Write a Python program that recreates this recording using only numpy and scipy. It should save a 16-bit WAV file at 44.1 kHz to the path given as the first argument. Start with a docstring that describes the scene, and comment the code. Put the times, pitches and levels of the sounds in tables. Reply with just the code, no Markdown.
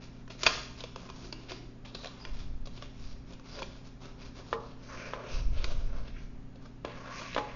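"""At a wooden table in a small live room, hands open a paperboard box. The end flap snaps free and
fingers tick on the card, each slip ringing the box and crackling its fibres. Fingers rub and the sleeve
slides off in a hiss of tiny slips, coloured by the hollow box. The inner tray knocks down, making the
table boom, and is pushed along it. Puffs of moving air buffet a close microphone over a faint hum."""
import sys
import numpy as np
from scipy import signal
from scipy.fft import rfft, irfft, next_fast_len
from scipy.io import wavfile
from scipy.ndimage import uniform_filter1d

SR = 44100
rng = np.random.default_rng(int(sys.argv[2]) if len(sys.argv) > 2 else 0)


def int16_out(signal):
    """Quantize to a 16-bit WAV file."""
    q = np.round(np.clip(np.atleast_2d(signal).T, -1, 1) * 32767)
    wavfile.write(sys.argv[1], SR, q.astype(np.int16))


N = 332955
TIME = np.arange(N) / SR

# The ring of the box. 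Each row: mode frequency in Hz, relative level in dB, 60 dB decay in seconds.
BOX_MODES = [(368, -6, 0.085), (502, -3, 0.043), (656, -5.5, 0.066), (998, -3.5, 0.031),
             (1204, -14.5, 0.0085), (1457, -8, 0.03), (2472, -6.5, 0.036), (2540, -8.5, 0.015),
             (3054, -11, 0.012), (3593, -3.5, 0.017), (4700, -6.5, 0.023), (5070, -8.5, 0.019)]
# The tone of crackling paper fibres. Each row: frequency in Hz, gain in dB.
FIBRE_COLOUR = [(120, -22), (300, 4.5), (650, -0.5), (800, -7.5), (1100, 4.5), (1900, -6.5), (2600, 0),
                (4000, -2), (5200, -5), (6800, -10.5)]
# Snaps and ticks of the card. Each row: start in seconds, level in dB, pitch of the slipping part in Hz,
# crackle decay in milliseconds.
CARD_CLICKS = [(0.278, -51, 1480, 3), (0.302, -44, 2400, 6.3), (0.4325, -27, 6160, 4.6),
               (0.4359, -44, 1200, 2.3), (0.4572, -33.5, 1600, 2.3), (0.4636, -26.5, 5200, 1.4),
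               (.464, -16.5, 2500, 6.7), (0.4653, -21.5, 1150, 1.6), (.4706, -23.5, 3500, 1.3),
               (0.475, -28.5, 4500, 4.1), (.805, -42, 3800, 4.1), (0.8382, -37, 580, 3.1),
               (0.9599, -39, 1000, 2.3), (1.089, -46.5, 1010, 7), (1.100, -42.5, 990, 2.4),
               (1.3255, -37.5, 4700, 4.4), (1.518, -38, 355, 3.6), (1.849, -49, 2580, 6.7),
               (1.9477, -38, 3730, 5.1), (2.0449, -40, 2300, 3.4), (2.057, -40, 600, 4.4),
               (2.0715, -44, 4000, 1.3), (2.2509, -40.5, 2350, 1.5), (2.6557, -48.5, 5030, 5.8),
               (2.671, -45, 610, 4.9), (2.775, -48.5, 2600, 6.8), (2.8236, -42, 1290, 1.1),
               (3.3335, -52, 5030, 3.9), (3.3966, -52.5, 1200, 1.3), (3.6201, -36, 970, 3.8),
               (3.628, -39.5, 2700, 2.4), (5.6421, -36, 4300, 0.53), (5.6429, -34, 1900, 2.3),
               (6.5562, -54, 586, 6), (6.655, -51.5, 1500, 8), (6.8485, -43, 2760, 3.2),
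               (7.2137, -39.5, 1140, 9.2), (7.3464, -37, 3300, 3)]
def card_clicks(focus_db=9, focus_octaves=0.46, rise_s=0.00032, crisp_s=0.0033):
    """A slipping card edge rings the box and crackles its fibres. Returns close sound and room send."""
    close, send, t = np.zeros(N), np.zeros(N), TIME[:SR // 8]
    for start, db, pitch_hz, decay_ms in CARD_CLICKS:
        # a full snap rings the whole box; light touches land anywhere, so they vary and crackle more
        snap = min(amp(db + 25), 1)
        light = 1 - snap
        decay_s = max(decay_ms, 0.5) / 1000
        detune = 1 + 0.08 * light * rng.standard_normal()
        scuff_s = light * max(decay_s - crisp_s, 0)  # longer slips take hold gradually
        grip = 1 - np.exp(-(t / (rise_s + scuff_s)) ** 2)
        scatter_db = 3.5 * light * rng.standard_normal(len(BOX_MODES))
        body = hit_level(grip * ring(BOX_MODES, t, scatter_db, detune), 0)
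        fibres = hit_level(grip * fibre_crackle(t, decay_s), db=light - 2 * snap)
        # lift the slip's own pitch; a full snap is too quick to drive the lowest modes fully
        tone_db = lambda hz: focus_db * bell(hz, pitch_hz, focus_octaves) - 5 * snap * bell(hz, 460, 1)
        click = equalise(body + fibres, tone_db)
        add(close, start - scuff_s / 2, hit_level(click, db))
        # the small panels ring mostly nearby; the crackle carries further
        add(send, start, hit_level(amp(-7) * body + fibres, db))
    return close, send


def fibre_crackle(t, decay_s):
    """Paper fibres give way in a fast-dying burst of noise."""
    noise = equalise(rng.standard_normal(len(t)), lambda hz: contour(hz, FIBRE_COLOUR))
    return noise * np.exp(-t / decay_s)


# The loaded tray on the table. Each row: mode frequency in Hz, relative level in dB,
# 60 dB decay in seconds.
TRAY_MODES = [(278, -12.5, 0.031), (469, -7, 0.028), (451.2, -20, 0.28), (575, 2, 0.016),
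              (716, -12.5, 0.021), (840, -28, 0.27), (1050, -6, 0.016), (1114, -29, .18), (1134, 1.5, 0.01),
              (1714, -3.5, 0.017), (2300, -9.5, 0.019), (2950, -4, 0.0068), (3460, 0, 0.0075)]
# Tray and sleeve landing. Each row: start in seconds, level in dB, contact cut-off in Hz,
# pitch favoured by the struck spot in Hz, boom send in dB.
TABLE_KNOCKS = [(4.5284, -25.5, 2480, 1170, -4.5), (4.5305, -33, 930, 460, -9.5),
                (5.1346, -33, 2770, 1110, -3), (6.8476, -31.5, 840, 278, -4.5),
                (7.3637, -26.5, 2100, 684, -3), (7.378, -30.5, 3800, 1520, -18),
                (7.3818, -26, 2240, 870, -7.5)]
def table_knocks(grit_db=-7, grit_s=0.013, rise_s=0.00049):
    """Blows ring the tray, duller for a soft contact. Returns the knocks and the table top's boom."""
    direct, boom, t = np.zeros(N), np.zeros(N), TIME[:SR // 3]
    mode_hz, _, mode_t60 = np.transpose(TRAY_MODES)
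    favour_db = 6 + 30 * mode_t60  # lightly damped modes depend most on the spot struck
    for start, db, contact_hz, spot_hz, boom_db in TABLE_KNOCKS:
        body = ring(TRAY_MODES, t, favour_db * bell(mode_hz, spot_hz, octaves=0.15))
        grit = rng.standard_normal(len(t)) * np.exp(-t / grit_s)
        grit = butter(butter(grit, 140, "high"), 6700, "low")
        knock = (hit_level(body, 0) + hit_level(grit, grit_db)) * (1 - np.exp(-t / rise_s))
        knock = hit_level(butter(knock, contact_hz, "low"), db)
        add(direct, start, knock)
        add(boom, start, amp(boom_db) * knock)
    return direct, butter(boom, 1300, "low", order=4)


# Air in the hollow box colours every scrape. Each row: centre in Hz, width in Hz, boost or cut in dB.
HOLLOW_EQ = [(563, 230, 4.5), (850, 77, -4), (1073, 160, -4), (1885, 250, -6), (2670, 320, 2.5)]
def scrape(gains, colour, slips_per_s, grain_db, judder_db, wander_db, hiss_db, body_db):
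    """Dense tiny slips of fibre on fibre: a hiss from the surface and a murmur from the hollow box."""
    slips = (rng.random(N) < slips_per_s / SR) * rng.standard_normal(N)
    slips *= amp(grain_db * np.minimum(rng.exponential(size=N), 4))
    hollow_db = lambda hz: sum(db / (1 + (2 * (hz - f) / width) ** 2) for f, width, db in HOLLOW_EQ)
    rub = equalise(slips, lambda hz: contour(hz, colour) + hollow_db(hz))
    rub *= amp(judder_db * drift(110))
    # as the point of contact moves, each band of the hiss swells by itself
    below = [equalise(rub, lambda hz: -20 * np.log10(1 + (hz / edge_hz) ** 10))
             for edge_hz in (1600, 2900, 4200, 5500)]
    hiss = sum(band * amp(wander_db * drift(12)) for band in np.diff(below + [rub], axis=0))
    return unit(hiss) * gains[0] * amp(hiss_db) + unit(below[0]) * gains[1] * amp(body_db)


# The tone of skin on card. Each row: frequency in Hz, gain in dB.
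RUB_COLOUR = [(240, -31), (400, 1), (484, -14), (573, -7), (811, -9), (994, -4), (1770, -11.5),
              (2240, -10.5), (3030, -14), (3330, -12), (4600, -12), (5640, -14), (7000, -22.5), (9100, -55),
              (15400, -120)]
# Strokes of fingers and flap. Each row: start and length in seconds, hiss and body in relative dB.
RUB_STROKES = [(0, 0.043, -55, -58), (.1, 0.093, -64, -64), (.295, 0.023, -46, -53), (.37, 0.12, -40, -47),
               (.47, 0.12, -45, -59), (.74, 0.078, -54.5, -56), (.92, 0.14, -58, -54),
               (1.09, .18, -56, -54), (1.32, 0.15, -61, -59), (1.475, 0.049, -47, -51),
               (1.84, 0.046, -52.5, -54), (1.93, 0.15, -53.5, -53.5), (2.08, 0.21, -59, -56),
               (2.3, 0.12, -54.5, -57.5), (2.72, 0.055, -54, -57), (2.8, 0.039, -54.5, -55),
               (2.91, 0.21, -56, -62), (3.25, 0.076, -57.5, -56.5), (3.41, 0.16, -54, -53.5),
               (3.53, 0.07, -49, -47.5), (3.68, 0.095, -60, -61), (3.82, 0.053, -58, -59),
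               (3.99, 0.074, -53.5, -50), (4.16, .1, -57, -54), (4.34, 0.055, -54.5, -49),
               (4.42, .1, -57.5, -56), (4.56, 0.15, -59, -59), (6.6, 0.054, -64, -57)]
def finger_rub():
    """Fingers and flap drag over the card in short, juddering strokes."""
    return scrape(strokes(RUB_STROKES), RUB_COLOUR, slips_per_s=4900,
                  grain_db=0.5, judder_db=2.2, wander_db=3, hiss_db=-2, body_db=-2.5)


def finger_ticks(catches_per_s=16):
    """Faint catches of the card come by chance while the fingers rub, and ring the box."""
    t = TIME[:SR // 8]
    rubbing, _ = strokes(RUB_STROKES)
    catches = (rng.random(N) < catches_per_s / SR) * (1 + rng.random(N))
    body = ring(BOX_MODES, t, np.zeros(len(BOX_MODES)))
    tick = hit_level(body, -2.5) + hit_level(fibre_crackle(t, decay_s=0.002), 0)
    return unit(signal.fftconvolve(catches, tick)[:N]) * rubbing * amp(-9)


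# The tone of card on card. Each row: frequency in Hz, gain in dB.
SLIDE_COLOUR = [(190, -55), (330, -11), (356, 1), (490, -1.5), (572, 1), (666, 0), (787, -10), (991, 0),
                (1590, -6.5), (1930, -13.5), (2240, -11.5), (2720, -17), (3470, -19), (6240, -19.5),
                (7000, -34.5), (9100, -70), (15400, -120)]
# Pulls on the sleeve. Each row: start and length in seconds, hiss and body in relative dB.
SLEEVE_PULLS = [(4.77, 0.19, -57, -55.5), (4.85, 0.28, -52, -48.5), (5.1, 0.15, -57.5, -45.5),
                (5.19, .2, -52.5, -48.5), (5.48, 0.17, -55.5, -50), (5.63, 0.092, -54, -47),
                (5.7, 0.2, -62.5, -55.5), (5.89, 0.099, -55.5, -49), (5.98, 0.1, -62, -57),
                (6.11, 0.12, -66.5, -68.5)]
def sleeve_slide():
    """The sleeve slides off the tray with a hollow scrape and is laid aside."""
    return scrape(strokes(SLEEVE_PULLS), SLIDE_COLOUR, slips_per_s=5800,
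                  grain_db=-1.5, judder_db=1.5, wander_db=6, hiss_db=3, body_db=-2.5)


# The tone of card on wood. Each row: frequency in Hz, gain in dB.
PUSH_COLOUR = [(240, -42.5), (400, -16.5), (566, -10.5), (801, -14), (1090, -3.5), (1280, -12), (1680, -6),
               (1850, -2.5), (2040, -2.5), (2990, -8.5), (4490, -11), (6510, -15), (7000, -27.5),
               (9100, -51), (15400, -120)]
# The swell and fade of the push. Each row: time in seconds, hiss and body in relative dB.
PUSH_CURVE = [(6.844, -58, -48), (6.894, -56, -52.5), (7.034, -55.5, -51), (7.054, -52.5, -46),
              (7.214, -43, -52), (7.333, -47.5, -55), (7.55, -59.5, -57)]
def tray_push():
    """The tray scrapes along the table in one unbroken push."""
    times, *curves_db = np.transpose(PUSH_CURVE)
    gains = [amp(np.interp(TIME, times, db, left=-120, right=-120)) for db in curves_db]
    return scrape(uniform_filter1d(gains, size=400), PUSH_COLOUR, slips_per_s=3800,
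                  grain_db=0.9, judder_db=1.4, wander_db=3.5, hiss_db=-2.5, body_db=-2)


# Pitched rasps. Each row: start and length in seconds, pitch in Hz, width in octaves, level in dB.
RASPS = [(1.147, 0.61, 332, 0.18, -57.5), (1.931, 0.13, 3880, 0.2, -56), (2.196, 0.061, 4870, 0.061, -57.5),
         (3.505, 0.073, 4870, 0.092, -56.5), (3.564, 0.089, 547, 0.043, -52),
         (4.88, 0.087, 1270, 0.52, -50.5), (5.244, 0.17, 2650, .2, -56), (7.08, .22, 1117, .07, -54)]
def rasps():
    """Skin or a card edge sticks and slips almost regularly, giving a narrow band of noise."""
    out = np.zeros(N)
    for start, length, pitch_hz, octaves, db in RASPS:
        noise = rng.standard_normal(SR)[:int(length * SR)]
        rasp = equalise(noise, lambda hz: -20 * np.log10(1 + (np.log2(hz / pitch_hz) / octaves) ** 2))
        add(out, start, amp(db) * unit(rasp * signal.windows.tukey(len(rasp), 0.3)))
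    return out


# Sweeps of hand and sleeve through the air. Each row: start and length in seconds, level in dB.
AIR_SWEEPS = [(2.245, 0.27, -34.5), (2.955, 0.18, -41.5), (5.295, 0.24, -26), (5.685, .18, -28),
              (6.05, .25, -43)]
def air_puffs(stir_s=0.051, settle_s=0.21, still_db=-54):
    """Slow eddies buffet the microphone: the air picks up quickly, settles slowly, never quite rests."""
    eddies = butter(butter(rng.standard_normal(N), 28, "low"), 2.5, "high")
    power = amp(still_db) ** 2
    for start, length, db in AIR_SWEEPS:
        power += (amp(db) * gesture(start, length, stir_s, settle_s)) ** 2
    return unit(butter(eddies, 190, "low")) * np.sqrt(power)


def room_tail(send, low_t60_s=0.57, high_t60_s=0.62, build_s=0.0017):
    """The walls return a diffuse tail that builds up just after the direct sound."""
    t = TIME[:int(SR * 0.7)]
    noise = rng.standard_normal(len(t))
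    low = butter(noise, 1500, "low", order=1)
    tail = low * amp(-60 * t / low_t60_s) + (noise - low) * amp(-60 * t / high_t60_s)
    tail *= 1 - np.exp(-(t / build_s) ** 2)
    return signal.fftconvolve(send, tail / np.sqrt(np.sum(tail ** 2)))[:N]


# The tones of the hum. Each row: frequency in Hz, level in dB.
HUM_TONES = [(120, -54.5), (179, -65), (233, -60), (266, -58.5), (399, -68)]
def hum():
    """Mains and a fan hum, each tone wavering gently in level and phase."""
    out = np.zeros(N)
    for hz, db in HUM_TONES:
        peak = np.sqrt(2) * amp(db + 0.79 * drift(4.4))
        out += peak * np.sin(2 * np.pi * hz * TIME + 0.12 * drift(5.6))
    return out


# The dark colour of the room tone. Each row: frequency in Hz, gain in dB.
HUSH_COLOUR = [(25, -2), (50, -2), (65, -6), (92, -20), (160, -8), (210, -13), (330, -18.5), (420, -22.5),
               (560, -24.5), (1000, -30), (2000, -35.5), (7000, -48)]
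def room_hush(db=-56):
    """A steady bed of noise, its level set by the part above 140 Hz."""
    hush = equalise(rng.standard_normal(N), lambda hz: contour(hz, HUSH_COLOUR))
    return amp(db) * hush / np.std(butter(hush, 140, "high"))


def strokes(table, gather_share=0.31, press_db=2, let_go_s=0.025):
    """Hiss and body gains for hand strokes: each gathers speed, presses harder and lets go."""
    power = np.zeros((2, N))
    for start, length, hiss_db, body_db in table:
        progress = np.clip((TIME - start) / length, 0, 1)
        stroke = amp(press_db * (progress - 1)) * gesture(start, length, gather_share * length, let_go_s)
        power += np.outer(amp([hiss_db, body_db]), stroke) ** 2
    return np.sqrt(power)


def gesture(start, length, attack_s, release_s):
    """Envelope of one movement: attack, hold, release."""
    t = np.maximum(TIME - start, 0)
    return (1 - np.exp(-(t / attack_s) ** 2)) * np.exp(-np.clip((t - length) / release_s, 0, 20))


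def ring(modes, t, gains_db, detune=1):
    """Struck modes dying away; neighbours swing in opposite directions."""
    return sum((-1) ** k * amp(db + gains_db[k] - 60 * t / t60) * np.sin(2 * np.pi * hz * detune * t)
               for k, (hz, db, t60) in enumerate(modes))


def drift(points_per_s):
    """A random wobble with a spread near 1."""
    return np.interp(TIME * points_per_s, np.arange(8192), rng.standard_normal(8192))


def equalise(x, db_at):
    """Filter by a gain in dB that is a function of frequency."""
    size = next_fast_len(len(x) + 2048)
    hz = np.maximum(np.arange(size // 2 + 1) * SR / size, 1)
    return irfft(rfft(x, size) * amp(db_at(hz)), size)[:len(x)]


def contour(hz, points):
    """An EQ curve joining (Hz, dB) points on a log-frequency axis."""
    point_hz, db = np.transpose(points)
    return np.interp(np.log(hz), np.log(point_hz), db)


def bell(hz, centre_hz, octaves):
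    """A bell curve, 1 at the centre, on a log-frequency axis."""
    return np.exp(-(np.log2(hz / centre_hz) / octaves) ** 2)


def butter(x, hz, kind, order=2):
    """Causal low-pass or high-pass."""
    return signal.sosfilt(signal.butter(order, min(hz, SR / 3), kind, fs=SR, output="sos"), x)


def amp(db):
    """Decibels to gain."""
    return 10 ** (np.asarray(db) / 20)


def unit(x):
    """Scale to rms 1."""
    return x / np.sqrt(np.mean(x ** 2))


def hit_level(x, db):
    """Scale a hit to a level, as if all its energy fell within 8 ms."""
    return x * amp(db) / np.sqrt(np.sum(x ** 2) / (0.008 * SR))


def add(out, start_s, sound):
    """Mix a sound in at a time."""
    i = int(start_s * SR)
    out[i:i + len(sound)] += sound[:len(out) - i]


def scene():
    """Clicks, knocks and scrapes share one room, over puffs of air, hum and hush."""
    clicks, click_send = card_clicks()
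    knocks, boom = table_knocks()
    scrapes = finger_rub() + sleeve_slide() + tray_push() + rasps() + finger_ticks()
    reverb = room_tail(amp(-6.5) * click_send + boom + amp(-3.5) * scrapes)
    return (clicks + knocks + scrapes + reverb + air_puffs() + hum() + room_hush())[None]


def record(dry, top_hz=7000):
    """A steep low-pass cuts off the top of the treble."""
    return signal.sosfilt(signal.ellip(10, 0.2, 70, top_hz, fs=SR, output="sos"), dry)


dry = scene()
out = record(dry)
int16_out(out)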